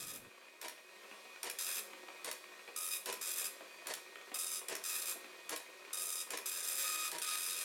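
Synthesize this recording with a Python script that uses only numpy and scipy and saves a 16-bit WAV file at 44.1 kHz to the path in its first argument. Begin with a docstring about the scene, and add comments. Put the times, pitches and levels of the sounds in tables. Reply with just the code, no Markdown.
"""A rasping buzz of pins on paper, soft at first: a dot matrix printer about a metre away in a small room.
It prints text inside a ruled frame. Pins strike on a fixed column clock, letter by letter; the head's
shell sings where like letters repeat. The stepper-driven carriage whines, rattles and knocks to and fro.
At each turn the head ticks off the frame line, the feed shoves the sheet on, and the head ticks again.
A brief low rumble lies under the opening."""
import sys
import numpy as np
from scipy import signal
from scipy.fft import rfft, irfft
from scipy.io import wavfile
from scipy.ndimage import uniform_filter1d

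SR = 44100
rng = np.random.default_rng(int(sys.argv[2]) if len(sys.argv) > 2 else 0)


def put_to_file(sound):
    """Save the sound as 16-bit audio at rate SR, in the file named by the first command-line argument."""
    columns = np.atleast_2d(sound).T  # one column per channel
    safe = np.clip(columns, -1, 1)
    whole_steps = np.round(safe * 32767)
    wavfile.write(sys.argv[1], SR, whole_steps.astype(np.int16))


N = 336924
T = np.arange(N) / SR
COLUMN_HZ, TOOTH_HZ = 1247., 181.2
STEP_HZ = COLUMN_HZ / 4
TURN_S, CRACK_DB = .068, -41.5

# carriage turns, right and left margin alternately: (time [s], relative feed level [dB])
TURN_FEEDS = [(0.614, 0), (1.4303, -0.5), (2.245, 0.5), (3.0579, 1.5), (3.8693, 0), (4.684, 0.5),
              (5.493, 1), (6.305, 0.5), (7.1157, 0.5)]
TURNS_S = [s for s, _ in TURN_FEEDS]
PASS_S = np.mean(np.diff(TURNS_S))
# text lines: (start [s], end [s], then relative levels of
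# head buzz [dB], lower shell ring [dB], upper shell ring [dB], crack [dB], sizzle [dB])
TEXT_LINES = [(0, 0.163, -49.5, -58, -74, -0.5, 3), (1.586, 1.8, -49, -68, -53.5, -0.5, 2),
              (2.761, 2.972, -57.5, -55.5, -51, 0, 4.5), (3.212, 3.469, -50, -66, -61, 1, 1),
              (4.342, 4.596, -57, -61, -53.5, 1.5, 0.5), (4.837, 5.127, -49.5, -63, -48.5, 0, 2),
              (5.93, 6.224, -56, -59, -55, 1.5, 0), (6.457, 7.086, -50.5, -64, -56, 0.5, 1),
              (7.217, 7.633, -49, -62, -45.5, 1, -1)]
# word spaces: (time [s])
SPACES_S = [2.798, 2.901, 3.351, 3.433, 4.378, 4.458, 5.01, 5.049, 5.963, 6.048, 6.147, 6.507, 7.364]
# runs of like letters: (start [s], end [s], lower ring change [dB], upper ring change [dB])
LETTER_RUNS = [(2.906, 2.97, -11, 8.5), (6.774, 6.839, -3, 2), (6.84, 7.09, 13.5, 11.5),
               (7.237, 7.357, 10, 0)]
# higher resonances of the head's shell: (frequency [Hz], width [Hz], relative level [dB])
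SHELL_OVERTONES = [(3720, 260, -15.5), (5010, 300, -14), (6250, 300, -17.5)]
# carriage and ribbon drive knocks at set times: (time [s], relative clack [dB], relative thump [dB])
KNOCKS = [(.379, -42, -60), (.453, -43, -62), (.7777, -39.5, -69), (.892, -46, -67), (1.0318, -46, -58),
          (1.113, -42.5, -54), (1.253, -46, -54), (1.933, -38, -53), (2.0324, -49.5, -48.5),
          (2.084, -41, -51), (2.441, -43, -64), (2.593, -43, -62), (2.6854, -45, -46.5), (3.607, -42, -46),
          (3.8586, -39.5, -52), (4.157, -38, -59), (4.2125, -40, -68), (4.3167, -37, -48.5),
          (4.6147, -41, -49), (5.157, -58, -46), (5.243, -39.5, -53), (5.33, -45.5, -60),
          (5.9062, -41, -61)]
# case resonances: (frequency [Hz], relative level [dB], t60 [s])
CASE_RESONANCES = [(362.5, -5, .14), (411, -2.5, 0.15), (499, -6.5, .1), (634, -10, .1), (954, -4, 0.13)]
# carriage motor tones: (multiple of step rate, relative level [dB])
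STEPPER_HARMONICS = [(5, -81), (6, -68), (7, -74.5), (8, -68.5), (9, -78.5), (10, -79), (11, -73.5),
                     (12, -82), (13, -77.5), (14, -80.5), (15, -78.5), (18, -84), (19, -84)]
# belt tones: (multiple of tooth rate, relative level [dB], rise at resonance [dB])
BELT_HARMONICS = [(2, -75, 3.5), (3, -74.5, 8.5), (6, -84.5, 4)]
# overall swell: (time [s], gain [dB])
SWELL_DB = [(0, -7), (.65, -6), (1.15, -0.5), (1.6, -1)]

# source spectra: (frequency [Hz], relative level [dB])
RUMBLE_SPECTRUM = [(25, -11), (60, -19), (110, -2), (210, -1), (330, -4), (600, -8), (2000, -46)]
RAIL_SPECTRUM = [(1500, -24), (3500, 5), (5500, 1.5), (8000, 0), (11800, -4), (16000, -11)]
RATTLE_SPECTRUM = [(40, -56), (90, -31), (150, -28.5), (190, -9.5), (290, -11), (370, 0), (550, -1),
                   (720, -2.5), (860, -10), (970, 0.5), (1150, -2), (1400, -5.5), (2050, -5.5), (2450, -1),
                   (3000, -12), (5000, -25.5), (12000, -33)]
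CLACK_SPECTRUM = [(200, -31), (700, -9.5), (1100, -1), (1900, -1), (2450, 2.5), (3100, -7), (5000, -18),
                  (12000, -29)]
THUMP_SPECTRUM = [(60, -37), (150, -32), (240, -0.5), (370, 0), (560, -1), (750, 1.5), (1050, -14),
                  (1600, -20), (5000, -44)]
FEED_SPECTRUM = [(40, -48), (110, -25), (180, -16.5), (290, -10), (430, 4), (680, -1), (820, -3),
                 (960, 2.5), (1220, -9.5), (1710, -1.5), (2400, -4), (3500, -7.5), (6200, -10.5),
                 (10000, -11), (15000, -37)]
TICK_SPECTRUM = [(590, -42), (1000, -9.5), (1690, -2), (3710, -9), (4360, -5), (4900, -10), (5440, 0.5),
                 (6400, -7), (7270, 0.5), (7790, -5), (9600, 0), (12500, -5), (16000, -14)]
BUZZ_SPECTRUM = [(300, -33.5), (800, -15), (1250, -3.5), (1700, 1), (2150, -5), (2550, 5), (2950, -7),
                 (3400, 3), (3750, 0), (4400, -1.5), (5050, -8), (5600, -3.5), (12000, -28.5)]
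RIGHTWARD_CRACK_SPECTRUM = [(600, -51), (1500, -24), (3000, -24), (4400, -16), (5100, -3), (6200, -2.5),
                            (6800, -2.5), (7500, 3), (8100, -1.5), (8800, 2.5), (11000, -0.5),
                            (12500, -1.5), (14500, -7), (16000, -11.5)]
LEFTWARD_CRACK_SPECTRUM = [(600, -53), (1500, -35), (3000, -11), (4400, -15.5), (5100, -8), (6200, -6.5),
                           (6800, -6), (7500, -2), (8100, -4), (9000, 0.5), (10000, -0.5), (11500, -3.5),
                           (13500, -9), (16000, -14)]

# stereo phase: (frequency [Hz], left lead [rad])
LEFT_LEAD_RAD = [(100, 0.5), (350, 0.29), (950, 0.5), (2000, 0.35), (3100, 0)]
# stereo balance: (frequency [Hz], left minus right [dB])
BALANCE_DB = [(250, 0), (600, 0.27), (1100, 0.92), (2000, 0)]
# side reflections: (frequency [Hz], level [dB])
SIDE_DB = [(60, -24), (300, -22), (1000, -12), (2000, -22), (4000, -42.5), (12000, -51.5)]


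def undb(db):
    """Decibels to gain."""
    return 10 ** (np.asarray(db) / 20)


def noise():
    """Unit-power white noise."""
    return rng.standard_normal(N)


def walk(rate_hz):
    """Random held levels, smoothed twice; deviation near 1."""
    hold = max(int(SR / rate_hz), 1)
    levels = np.repeat(noise()[:N // hold + 1], hold)
    return 1.25 * uniform_filter1d(uniform_filter1d(levels, hold), hold)[:N]


def on_log(points, hz):
    """Interpolate on a log-frequency axis."""
    point_hz, value = np.transpose(points)
    return np.interp(np.log(hz + 1), np.log(point_hz), value)


def conv(x, response):
    """Convolve, cut to scene length."""
    return signal.fftconvolve(x, response)[:N]


def colour(x, spectrum, size=2048):
    """Minimum-phase filter; white input keeps its power."""
    gain = undb(on_log(spectrum, np.fft.rfftfreq(size, 1 / SR)))
    cepstrum = irfft(np.log(gain))
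    cepstrum[1:size // 2] *= 2
    cepstrum[size // 2 + 1:] = 0
    response = irfft(np.exp(rfft(cepstrum)))
    return conv(x, response / np.linalg.norm(response))


def dense_ring(t60_s):
    """Unit-energy response of dense modes decaying together."""
    t = T[:SR // 2]
    response = rng.standard_normal(len(t)) * np.exp(-np.log(1000) * t / t60_s)
    return response / np.linalg.norm(response)


def clicks(times_s, sizes, order=8):
    """Sub-sample impulses by windowed sinc."""
    at = np.asarray(times_s)[:, None] * SR
    index = at.astype(int) + np.arange(1 - order, order + 1)
    shape = np.sinc(index - at) * np.cos(np.pi / 2 * (index - at) / order) ** 2
    inside = (index >= 0) & (index < N)
    return np.bincount(index[inside], (shape * np.asarray(sizes)[:, None])[inside], N)


def burst(force, decay_s):
    """Each impulse becomes a noise puff of equal energy."""
    fade = np.exp(-T[:SR // 4] / decay_s)
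    return noise() * np.sqrt(np.abs(conv(force ** 2, fade / fade.sum())))


def spread(x, max_delay_s=.001628, size=1024):
    """Unequal paths through the plastic delay each frequency differently."""
    hz = np.fft.rfftfreq(size, 1 / SR)
    delay_s = np.interp(hz, np.linspace(0, SR / 2, size // 16), max_delay_s * rng.random(size // 16))
    return conv(x, irfft(np.exp(-2j * np.pi * np.cumsum(delay_s) * hz[1])))


def travel_state():
    """Time since the last turn [s]; 1 leftward, 0 rightward."""
    passes = np.searchsorted(TURNS_S, T)
    starts_s = np.r_[TURNS_S[0] - PASS_S, TURNS_S]
    return T - starts_s[passes], passes % 2


def rumble():
    """Brief low rumble at the microphone."""
    return colour(noise(), RUMBLE_SPECTRUM) * undb(-61) * np.interp(T, [0, .27, .3], [1.1, .8, 0])


def room(x, tail_db, echo_db, t60_s=.33, echo_s=.0115, positions=5):
    """Near-surface echo and short tail; both change as the head travels."""
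    place = (positions - 1) * np.abs(((T - TURNS_S[0]) / PASS_S) % 2 - 1)
    out = x
    for k in range(positions):
        near = x * np.sqrt(np.clip(1 - np.abs(place - k), 0, 1))
        echo = np.pad(dense_ring(.024), (int(echo_s * SR), 0))[:SR // 2]
        tail = np.pad(dense_ring(t60_s), (int(.005 * SR), 0))[:SR // 2]
        out = out + conv(near, undb(echo_db) * echo + undb(tail_db) * tail)
    return out


def stereo(x):
    """Two close microphone ports differ in level, phase and side reflections."""
    hz = np.fft.rfftfreq(N, 1 / SR)
    lean = undb(on_log(BALANCE_DB, hz) / 2) * np.exp(1j * on_log(LEFT_LEAD_RAD, hz) / 2)
    side = rfft(conv(x, dense_ring(.05))) * undb(on_log(SIDE_DB, hz))
    return irfft(np.array([rfft(x) * lean + side, rfft(x) / lean - side]), N)


def case_response():
    """Ring of the plastic case after one blow."""
    t = T[:SR // 2]
    return sum(undb(db) * np.cos(2 * np.pi * hz * t) * np.exp(-np.log(1000) * t / t60_s)
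               for hz, db, t60_s in CASE_RESONANCES)


def rail_hiss(motor_s, pass_db):
    """The head slides on its rail, jerked by each motor step."""
    jerk_db = 2.5 * np.sin(2 * np.pi * STEP_HZ * motor_s)
    return colour(noise(), RAIL_SPECTRUM) * undb(-64.5 + jerk_db + pass_db / 2)


def belt_rattle(pass_db, pulley_hz=26.2):
    """Belt teeth rattle the case; an out-of-round pulley wobbles the level."""
    times_s = np.arange(0, T[-1], 1 / TOOTH_HZ)
    jitter, scatter = rng.standard_normal((len(times_s), 2)).T
    teeth = clicks(times_s + .00033 * jitter, undb(3.46 * scatter))
    teeth = burst(teeth / teeth.std(), .0052)
    wobble_db = 1.35 * np.sin(2 * np.pi * pulley_hz * T) + .37 * walk(25)
    return colour(teeth * undb(-59.5 + pass_db + wobble_db), RATTLE_SPECTRUM)


def drive_whine(motor_s, pass_db, rough_rad=.45):
    """Stepper and belt tones, stopping at each turn; the taut belt span resonates going right."""
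    since_s, leftward = travel_state()
    stopped = sum(np.exp(-((T - s - TURN_S / 2) / .042) ** 2) for s in TURNS_S)
    resonance = (1 - leftward) * np.exp(-((since_s - .5) / .16) ** 2)
    tones = [(k * STEP_HZ, db) for k, db in STEPPER_HARMONICS]
    tones += [(k * TOOTH_HZ, db + rise_db * resonance) for k, db, rise_db in BELT_HARMONICS]
    whine = np.zeros(N)
    for hz, db in tones:
        gain = undb(db + 2 * walk(18))
        whine += gain * np.sin(2 * np.pi * (hz * motor_s + rng.random()) + rough_rad * walk(90))
    return whine * (1 - np.clip(stopped, 0, 1)) * undb(3.5 + pass_db / 2)


def carriage():
    """Belt-driven carriage, louder rightward and mid-pass. Returns (rattle and hiss, whine)."""
    since_s, leftward = travel_state()
    pass_db = 1.5 * (1 - leftward) + np.exp(-((since_s - .45) / .13) ** 2)
    rattle = belt_rattle(pass_db)
    motor_s = T + np.cumsum(.0028 * walk(30)) / SR  # speed wanders
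    whine = drive_whine(motor_s, pass_db)
    return rattle + rail_hiss(motor_s, pass_db), whine


def knocks(scattered_count=12, decay_s=.0035):
    """Play in carriage and ribbon drive: a clack over a thump. Returns (blows, case ring)."""
    scattered_s = (np.arange(scattered_count) + rng.random(scattered_count)) * T[-1] / scattered_count
    scattered_db = [-42.5, -59] - 2 * rng.standard_normal((scattered_count, 2))
    times_s, clack_db, thump_db = np.vstack([KNOCKS, np.column_stack([scattered_s, scattered_db])]).T
    clack = colour(burst(clicks(times_s, undb(clack_db + 15)), decay_s / 2), CLACK_SPECTRUM)
    thump = colour(burst(clicks(times_s, undb(thump_db + 21.5)), decay_s), THUMP_SPECTRUM)
    case_ring = conv(clicks(times_s, undb(thump_db - 10)), case_response())
    return clack + thump, case_ring


def paper_feed(step_hz=470., feed_db=-44):
    """The feed motor steps through loose gears at each turn; the slack closes with a thud."""
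    # (time after turn [s], level [dB])
    stroke = [(0, -34), (.008, -2.5), (.016, -4.5), (.027, -2.5), (.034, 2.5), (.047, 0), (.056, -11),
              (.064, -21), (.08, -13), (.11, -12.5), (.15, -52)]
    effort = sum(undb(feed_db + db + np.interp(T - s, *np.transpose(stroke), left=-99, right=-99))
                 for s, db in TURN_FEEDS)
    times_s = np.arange(0, T[-1], 1 / step_hz)
    jitter, scatter = rng.standard_normal((N // 20, 2))[:len(times_s)].T
    steps = clicks(times_s + jitter / step_hz / 2, undb(2.2 * scatter))
    steps /= steps.std()
    drive = effort * (.59 * spread(steps) + .84 * burst(steps, .0028))
    return colour(drive, FEED_SPECTRUM) + undb(-39) * conv(drive, case_response())


def frame_ticks(out_db=-19, back_db=-18, columns=3):
    """All pins fire on the frame line, once going out, once coming back."""
    columns_s = np.arange(columns) / COLUMN_HZ
    times_s = [s + lag_s + c for s in TURNS_S for lag_s in (0, TURN_S) for c in columns_s]
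    force = clicks(times_s, np.tile(np.repeat(undb([out_db, back_db]), columns), len(TURNS_S)))
    snap = colour(burst(force, .0015), [(400, -40), *TICK_SPECTRUM])
    return snap + undb(-8.5) * colour(burst(force, .003), BUZZ_SPECTRUM)


def in_runs(times_s):
    """Mask of the columns inside each run of like letters."""
    return np.array([(times_s >= start_s) & (times_s < end_s) for start_s, end_s, _, _ in LETTER_RUNS])


def letters(start_s, end_s, cell_columns=14, ink_columns=9, space_s=.014, blank_share=.04):
    """One line of letter cells, each inked, then blank. Returns column (time [s], force, lag [s])."""
    times_s = np.arange(round(start_s * COLUMN_HZ), round(end_s * COLUMN_HZ)) / COLUMN_HZ
    word_starts_s = np.sort(np.r_[times_s[0], np.array(SPACES_S) + space_s / 2])
    word = np.searchsorted(word_starts_s, times_s, side="right") - 1
    letter, place = np.divmod(np.arange(len(times_s)) - np.searchsorted(word, word), cell_columns)
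    cell = np.cumsum(place == 0) - 1
    draws = SR // cell_columns
    width, letter_db, lag = rng.standard_normal((draws, 3))[cell].T
    scatter_db = 3.5 * rng.standard_normal(draws)[:len(times_s)]
    blank = (rng.random(draws)[cell] < blank_share) & (letter > 1)
    blank |= np.abs(times_s[:, None] - SPACES_S).min(axis=1) < space_s / 2
    inked = place < ink_columns + width + 1.7 * in_runs(times_s).any(axis=0)
    # rested magnets hit a word's first letter harder, a line's hardest
    rested_db = 1.75 * (letter == 0) + 1.5 * (cell == 0)
    force = ~blank * inked * undb(letter_db + scatter_db + rested_db)
    lag_s = .00004 * lag  # each letter's pins land early or late, roughening high harmonics
    return times_s, force / np.sqrt(np.mean(force[~blank] ** 2)), lag_s


def shell_mode(force, hz, width_hz):
    """One resonance of the head's shell."""
    return signal.lfilter(*signal.iirpeak(hz, hz / width_hz, SR), force) * np.sqrt(SR / COLUMN_HZ / 2)


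def head_shell(fired_s, force, lag_s, lower_db, upper_db):
    """The shell rings near multiples of the column rate; like letters pump it with the same pins."""
    in_run = in_runs(fired_s)
    lower_run_db, upper_run_db = np.array(LETTER_RUNS)[:, 2:].T @ in_run
    lower = clicks(fired_s + 2.1 * lag_s, force * undb(lower_db + lower_run_db + 1))
    upper = clicks(fired_s + 1.2 * lag_s, force * undb(upper_db + upper_run_db - 6))
    pump = clicks(fired_s + 1.06 * lag_s, force * undb(CRACK_DB + 2.5 * in_run.any(axis=0)))
    overtones = sum(shell_mode(pump, hz, width_hz) * undb(db + 2.5 * walk(45))
                    for hz, width_hz, db in SHELL_OVERTONES)
    return spread(overtones) + shell_mode(lower, 1273, 170) + shell_mode(upper, 2430, 330)


def sizzle(crack, edge_hz=10000.):
    """Pins in use vary by line and word, so the top of the crack comes and goes."""
    hz = np.fft.rfftfreq(N, 1 / SR)
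    top = irfft(rfft(crack) * (1 - 1 / (1 + (hz / edge_hz) ** 10)), N)
    lines = np.array(TEXT_LINES)
    line_db = lines[np.searchsorted(lines[1:, 0], T), -1]
    return crack + top * (undb(line_db + 1.66 * walk(14)) - 1)


def paper_crack(impact):
    """Pins hit the paper; the timbre depends on the direction of travel."""
    snap = undb(-5.5) * spread(impact) + undb(-3.5) * burst(impact, .0022)
    _, leftward = travel_state()
    return (colour(snap * leftward, LEFTWARD_CRACK_SPECTRUM)
            + colour(snap * (1 - leftward), RIGHTWARD_CRACK_SPECTRUM))


def pins(jitter_s=.000017, run_buzz_db=3.5):
    """Pins crack on the paper, shake the head and ring its shell. Returns (strikes, shell ring)."""
    rows = []
    for start_s, end_s, *levels_db in TEXT_LINES:
        times_s, force, lag_s = letters(start_s, end_s)
        force = force * np.sqrt(SR / COLUMN_HZ)
        rows.append(np.column_stack([times_s, force, lag_s, np.tile(levels_db, (len(times_s), 1))]))
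    fired_s, force, lag_s, buzz_db, lower_db, upper_db, crack_db, _ = np.vstack(rows).T
    alike = in_runs(fired_s).any(axis=0)
    lag_s = lag_s * np.where(alike, .77, 1)
    landed_s = fired_s + lag_s + jitter_s * rng.standard_normal(len(fired_s))
    crack = paper_crack(clicks(landed_s, force * undb(CRACK_DB + crack_db)))
    shake = clicks(landed_s, force * undb(buzz_db + run_buzz_db * alike))
    buzz = colour(undb(-10) * spread(shake) + undb(-1) * burst(shake, .003), BUZZ_SPECTRUM)
    shell_ring = head_shell(fired_s, force, lag_s, lower_db, upper_db)
    return sizzle(crack) + buzz, shell_ring


def scene():
    """The printer in its room, in stereo; the tones arrive drier than the noises."""
    strikes, shell_ring = pins()
    rattle, whine = carriage()
    blows, case_ring = knocks()
    noises = room(strikes + frame_ticks() + paper_feed() + rattle + blows, tail_db=-4.5, echo_db=-6.5)
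    tones = room(shell_ring + case_ring + whine, tail_db=-5, echo_db=-14)
    swell = undb(np.interp(T, *np.transpose(SWELL_DB)))
    return stereo((noises + tones) * swell) + rumble()


def record(dry):
    """Steep low-pass at 15.9 kHz."""
    return signal.sosfilt(signal.ellip(10, .2, 70, 15900, fs=SR, output="sos"), dry)


dry = scene()
out = record(dry)
put_to_file(out)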